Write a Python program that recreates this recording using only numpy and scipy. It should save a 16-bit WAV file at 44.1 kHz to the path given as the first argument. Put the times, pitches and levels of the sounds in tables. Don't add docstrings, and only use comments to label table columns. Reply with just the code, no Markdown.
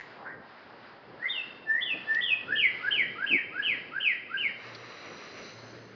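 import sys
import numpy as np
from scipy import signal
from scipy.fft import rfft, irfft
from scipy.io import wavfile
from scipy.ndimage import uniform_filter1d, map_coordinates

SR = 44100
rng = np.random.default_rng(int(sys.argv[2]) if len(sys.argv) > 2 else 0)


def dump(signal):
    limited = np.clip(np.atleast_2d(signal).T, -1, 1)
    pcm = np.round(limited * 32767).astype(np.int16)
    wavfile.write(sys.argv[1], SR, pcm)


N = 262747
T = np.arange(N) / SR


def undb(db):
    return 10 ** (np.asarray(db) / 20)


def unit(x):
    return x / np.sqrt(np.mean(x ** 2))


def curves(rows, at):
    first, *columns = np.transpose(rows)
    return [np.interp(at, first, column) for column in columns]


def smooth(x, seconds):
    size = max(int(seconds * SR), 1)
    once = uniform_filter1d(x, size, mode="nearest")
    return uniform_filter1d(once, size, mode="nearest")


def walk(rate_hz, count=N):
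    at = np.arange(count) * rate_hz / SR
    return np.interp(at, np.arange(2048), rng.standard_normal(2048))


def band(x, hz, width_hz):
    return signal.lfilter(*signal.iirpeak(hz, hz / width_hz, fs=SR), x)


def fade(t, t60):
    return np.exp(-np.log(1000) * t / t60)


def hump(x, centre, width):
    return np.exp(-((x - centre) / width) ** 2)


def ramp(x, start, end):
    return np.clip((x - start) / max(end - start, 1e-6), 0, 1)


def add(out, start, x):
    i = int(start * SR)
    x, i = x[max(-i, 0):], max(i, 0)
    out[i:i + len(x)] += x[:N - i]


# (frequency [Hz], relative density [dB])
AIR_SPECTRUM = [(30, -28), (60, -22.5), (112, -8), (170, -7.5), (240, -5), (450, -4.5), (814, -6.5),
                (1750, -9), (2490, -17), (2850, -17.5), (3400, -22), (5000, -23), (5800, -43), (6600, -50),
                (8000, -80.5)]
# (start [s], length [s], rms level [dB])
HUM_SWELLS = [(2.255, 0.95, -66), (4.613, .3, -58.5), (5.51, .6, -57)]


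def outdoors(rumble_hz=580, rustle_hz=1300, flicker_db=3.0, air_db=-51, hum_hz=117, hum_edge_s=0.056):
    hz, db = np.transpose(AIR_SPECTRUM)
    f = np.fft.rfftfreq(N, 1 / SR) + 1
    colour = undb(np.interp(np.log(f), np.log(hz), db))
    air = undb(air_db) * unit(irfft(rfft(rng.standard_normal(N)) * colour, N))

    spectrum = rfft(air)
    rumble, body = (irfft(spectrum / (1 + (f / edge) ** 10), N) for edge in (rumble_hz, rustle_hz))
    middle, rustle = body - rumble, air - body

    rumble_db = 0.2 + 0.7653 * T
    middle_db = 2.5 - 1.4 * T
    rustle_db = -2.5 + 6 * hump(T, 2.83, 1.9)
    layers = (rumble, rumble_db), (middle, middle_db), (rustle, rustle_db)
    noise = sum(part * undb(level_db + flicker_db * walk(8)) for part, level_db in layers)

    hum_phase = 2 * np.pi * np.cumsum(hum_hz * (1 + .02 * walk(26))) / SR
    swells = np.zeros(N)
    for start, length, level_db in HUM_SWELLS:
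        from_edge = np.minimum(T - start, start + length - T)
        swells += undb(level_db) * ramp(from_edge, 0, hum_edge_s)
    return noise + np.sqrt(2) * np.sin(hum_phase) * swells * undb(2 * walk(9.8))


def rise(length, top_hz, db, climb_hz, hold, crest, bend, base_db,
         attack, attack_db, accent_db, accent_at, accent_width):
    u = np.linspace(0, 1, int(length * SR))
    hz = top_hz - climb_hz * (1 - ramp(u, hold, crest) ** bend)
    onset_db = -attack_db * (1 - ramp(u, 0, attack))
    return hz, db + base_db + onset_db + accent_db * hump(u, accent_at, accent_width)


def whistle(hz, db, hoarse, hoarse_s=0.02, waver=0.0057, wobble=0.0052, wobble_db=3.5,
            overtone_db=-39, beak_hz=4900, beak_width_hz=800):
    t = T[:len(hz)]
    hz = smooth(hz, 0.0033) * (1 + wobble * walk(58.8, len(t)))
    flutter = hoarse * hump(t, 0, hoarse_s) * walk(900, len(t))
    unsteady_hz = hz * (1 + flutter + waver * walk(250, len(t)))
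    phase = 2 * np.pi * np.cumsum(unsteady_hz) / SR
    from_edge = np.minimum(t, t[-1] - t)
    edges = np.sin(np.pi / 2 * ramp(from_edge, 0, 0.0027)) ** 2
    overtones = sum(hump(k * hz, beak_hz, beak_width_hz) * np.sin(k * phase) for k in (2, 3))
    loudness = undb(db + wobble_db * walk(90.3, len(t)))
    return np.sqrt(2) * loudness * edges * (np.sin(phase) + undb(overtone_db) * overtones)


# (start [s], length [s], top pitch [Hz], level before the yelp's shape [dB])
YELPS = [(-.06, 0.063, 1923, -33.5), (0.248, 0.066, 1899, -41), (1.226, 0.06, 1854, -45.5)]
YELP_RISE = dict(climb_hz=345.3, hold=.15, crest=.76, bend=1, base_db=-1.5, attack=0.092, attack_db=-1.5, accent_db=-14.5, accent_at=0.57, accent_width=0.19)


def yelps():
    out = np.zeros(N)
    for start, length, top_hz, db in YELPS:
        hz, level_db = rise(length, top_hz, db, **YELP_RISE)
        add(out, start, whistle(hz, level_db, hoarse=0.13, hoarse_s=0.063))
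    return out


# (delay [s], level [dB])
ECHOES = [(.0033, -24.5), (.0049, -18), (0.0102, 0), (.0115, -14), (0.017, -7.5), (0.027, -17.5),
          (.047, -17.5), (.108, -20)]


def trees(x, near_db, far_db, near_t60=0.22, far_t60=0.77):
    t = T[:SR]
    near, far = rng.standard_normal((2, SR))
    near = near * fade(t, near_t60) * (1 - np.exp(-t / 0.027))
    far = far * fade(t, far_t60) * (1 - np.exp(-t / 0.059))
    response = undb(near_db) * near / np.linalg.norm(near)
    response += undb(far_db) * far / np.linalg.norm(far)
    response[0] += 1
    for delay, db in ECHOES:
        response[int(delay * SR)] += undb(db)
    return signal.fftconvolve(x, response)[:N]


def slur(from_hz, db, ease, length_s, leap_hz, fall_hz, flick_hz, flick_s, hoarse, base_db,
         attack_db, crest_db, swell_db, swell_at, swell_width):
    crest_share, crest_width = .17, 0.09
    u = np.linspace(0, 1, int(length_s * SR))
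    starting = 1 - ramp(u * length_s, 0, flick_s)
    fallen = 1 - (1 - ramp(u, crest_share, 0.99)) ** ease
    hz = from_hz + leap_hz - flick_hz * starting - fall_hz * fallen
    crest = crest_db * hump(u, crest_share, crest_width)
    swell = swell_db * hump(u, swell_at, swell_width)
    return hz, db + base_db - attack_db * starting + crest + swell, hoarse * undb(db + 27.5)


RISE_KINDS = {"swept": dict(climb_hz=458.6, hold=.1, crest=0.95, bend=.87, base_db=-9, attack=0.43, attack_db=11.5, accent_db=8.5, accent_at=0.837, accent_width=0.076),
              "held": dict(climb_hz=210.3, hold=.38, crest=.93, bend=1.5, base_db=-5, attack=0.32, attack_db=21.5, accent_db=4, accent_at=1, accent_width=.07)}
SLUR_KINDS = {"opening": dict(length_s=.123, leap_hz=1532, fall_hz=1013, flick_hz=480, flick_s=0.016, hoarse=.045, base_db=-9.5, attack_db=2.5, crest_db=8.5, swell_db=9.5, swell_at=.86, swell_width=0.12),
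              "main": dict(length_s=.128, leap_hz=1440, fall_hz=1261, flick_hz=520, flick_s=0.01, hoarse=.022, base_db=-6.5, attack_db=1.5, crest_db=-2.5, swell_db=6.5, swell_at=0.64, swell_width=0.12)}
# (slur start [s], top pitch of the rise [Hz], kind of rise, rise length [s], rise level before
# its kind [dB], kind of slur, slur level before its kind [dB], easing of the fall [power])
SYLLABLES = [(1.282, 2131, "swept", 0.077, -29.5, "opening", -33.5, 1.9),
             (1.808, 1982, "held", 0.14, -28, "opening", -29.5, 1.23),
             (2.209, 1969, "held", .138, -27.5, "opening", -28.5, 1.25),
             (2.553, 1791, "swept", 0.073, -28, "main", -25.5, 1.65),
             (2.906, 1700, "swept", 0.1, -30.5, "main", -26.5, 1.31),
             (3.263, 1690, "swept", 0.1, -32, "main", -27, 1.42),
             (3.622, 1708, "swept", .1, -33, "main", -27.5, 1.35),
             (4.000, 1708, "swept", 0.078, -31.5, "main", -28.5, 1.37),
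             (4.37, 1655, "swept", 0.078, -36, "main", -31, 1.35)]


def cardinal(pause_s=.011):
    out = np.zeros(N)
    for at, top_hz, rise_kind, rise_s, rise_db, slur_kind, slur_db, ease in SYLLABLES:
        hz, db = rise(rise_s, top_hz, rise_db, **RISE_KINDS[rise_kind])
        add(out, at - pause_s - rise_s, whistle(hz, db, hoarse=.004))
        hz, db, hoarse = slur(top_hz, slur_db, ease, **SLUR_KINDS[slur_kind])
        add(out, at, whistle(hz, db, hoarse))
    return out


# (start [s], length [s], firmest contact [dB], brightness [dB per octave])
BUMPS = [(1.931, 0.043, -35, 11), (3.304, .066, -26, -5.5), (3.884, 0.018, -40, 5)]
# (frequency [Hz], level [dB], t60 [s])
HOUSING_MODES = [(286, 0, 0.06), (394, -12.5, 0.066), (588, -14, 0.05)]


def handling(low_hz=150, scatter=0.11, unevenness=.25, edge_db=-9, gap_s=.010):
    out, t = np.zeros(N), T[:SR // 4]
    lowest_hz = HOUSING_MODES[0][0]
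    for start, length, db, tilt_db in BUMPS:
        chance = rng.standard_normal((16, 2))
        for delay, (late, detune) in zip(np.arange(0, length, gap_s), chance):
            ring = np.zeros(len(t))
            for hz, mode_db, t60 in HOUSING_MODES:
                gain = undb(mode_db + tilt_db * np.log2(hz / lowest_hz))
                ring += gain * np.sin(2 * np.pi * hz * (1 + scatter * detune) * t) * fade(t, t60)
            force = undb(db + edge_db * (2 * delay / length - 1) ** 2)
            onset = 1 - np.exp(-t / 0.00045)
            add(out, start + delay + unevenness * late * gap_s, force * ring * onset)
    return signal.sosfilt(signal.butter(2, low_hz, "high", fs=SR, output="sos"), out)


# (start [s], peak before the leaves dull it [dB], centre [Hz], t60 of the burst [s])
TICKS = [(2.147, -27, 2900, 0.028), (4.748, -34.5, 4270, 0.059)]


def twigs(top_hz=5300):
    out, t = np.zeros(N), T[:SR // 4]
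    for start, db, hz, t60 in TICKS:
        burst = rng.standard_normal(len(t)) * fade(t, t60)
        crack = band(burst, hz, 2100)
        add(out, start, undb(db) * crack / np.abs(crack).max())
    return signal.sosfilt(signal.butter(10, top_hz, fs=SR, output="sos"), out)


# (centre [Hz], width of one pass [Hz], gain [dB])
HISS_BODY = [(470, 380, -3), (1233, 630, -4.5), (2020, 910, -4.5), (2710, 650, -10)]
HISS_TREBLE = [(4030, 530, 4), (4780, 810, -2.5)]
HISS_SIZZLE = [(5860, 320, 0)]
# (time [s], frequency ratio)
HISS_DRIFT = [(4.6, .985), (5.3, 1), (5.7, 1.035)]
# (level on arrival [dB], growth while held [dB per s], fall on release [dB per s])
HISS_LAYERS = [(-47, -3, 34), (-58, 2.2, 28), (-70, 11.5, 30)]


def hiss(start_s=4.537, attack_s=0.12, hold_s=0.81, flutter_db=2.0):
    place = np.cumsum(curves(HISS_DRIFT, T)[0])
    t = T - start_s - attack_s
    attack = ramp(t, -attack_s, 0)
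    held_s = np.clip(t, 0, hold_s)
    released_s = np.maximum(t - hold_s, 0)
    out = np.zeros(N)
    for resonances, layer in zip((HISS_BODY, HISS_TREBLE, HISS_SIZZLE), HISS_LAYERS):
        level_db, growth, release = layer
        noise = np.zeros(N)
        for hz, width, db in resonances:
            once = band(rng.standard_normal(N), hz, width)
            noise += undb(db) * band(once, hz, width)
        drifting = map_coordinates(unit(noise), [place], order=3, mode="mirror")
        swell_db = level_db + growth * held_s - release * released_s
        out += drifting * attack * undb(swell_db + flutter_db * walk(18))
    return out


def scene():
    song = trees(cardinal(), near_db=-2.5, far_db=-8)
    far_calls = trees(yelps(), near_db=0.5, far_db=-3.5)
    return (song + far_calls + handling() + twigs() + outdoors() + hiss())[None]


def record(dry, top_hz=7200):
    return signal.sosfilt(signal.ellip(10, .2, 70, top_hz, fs=SR, output="sos"), dry)


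dry = scene()
out = record(dry)
dump(out)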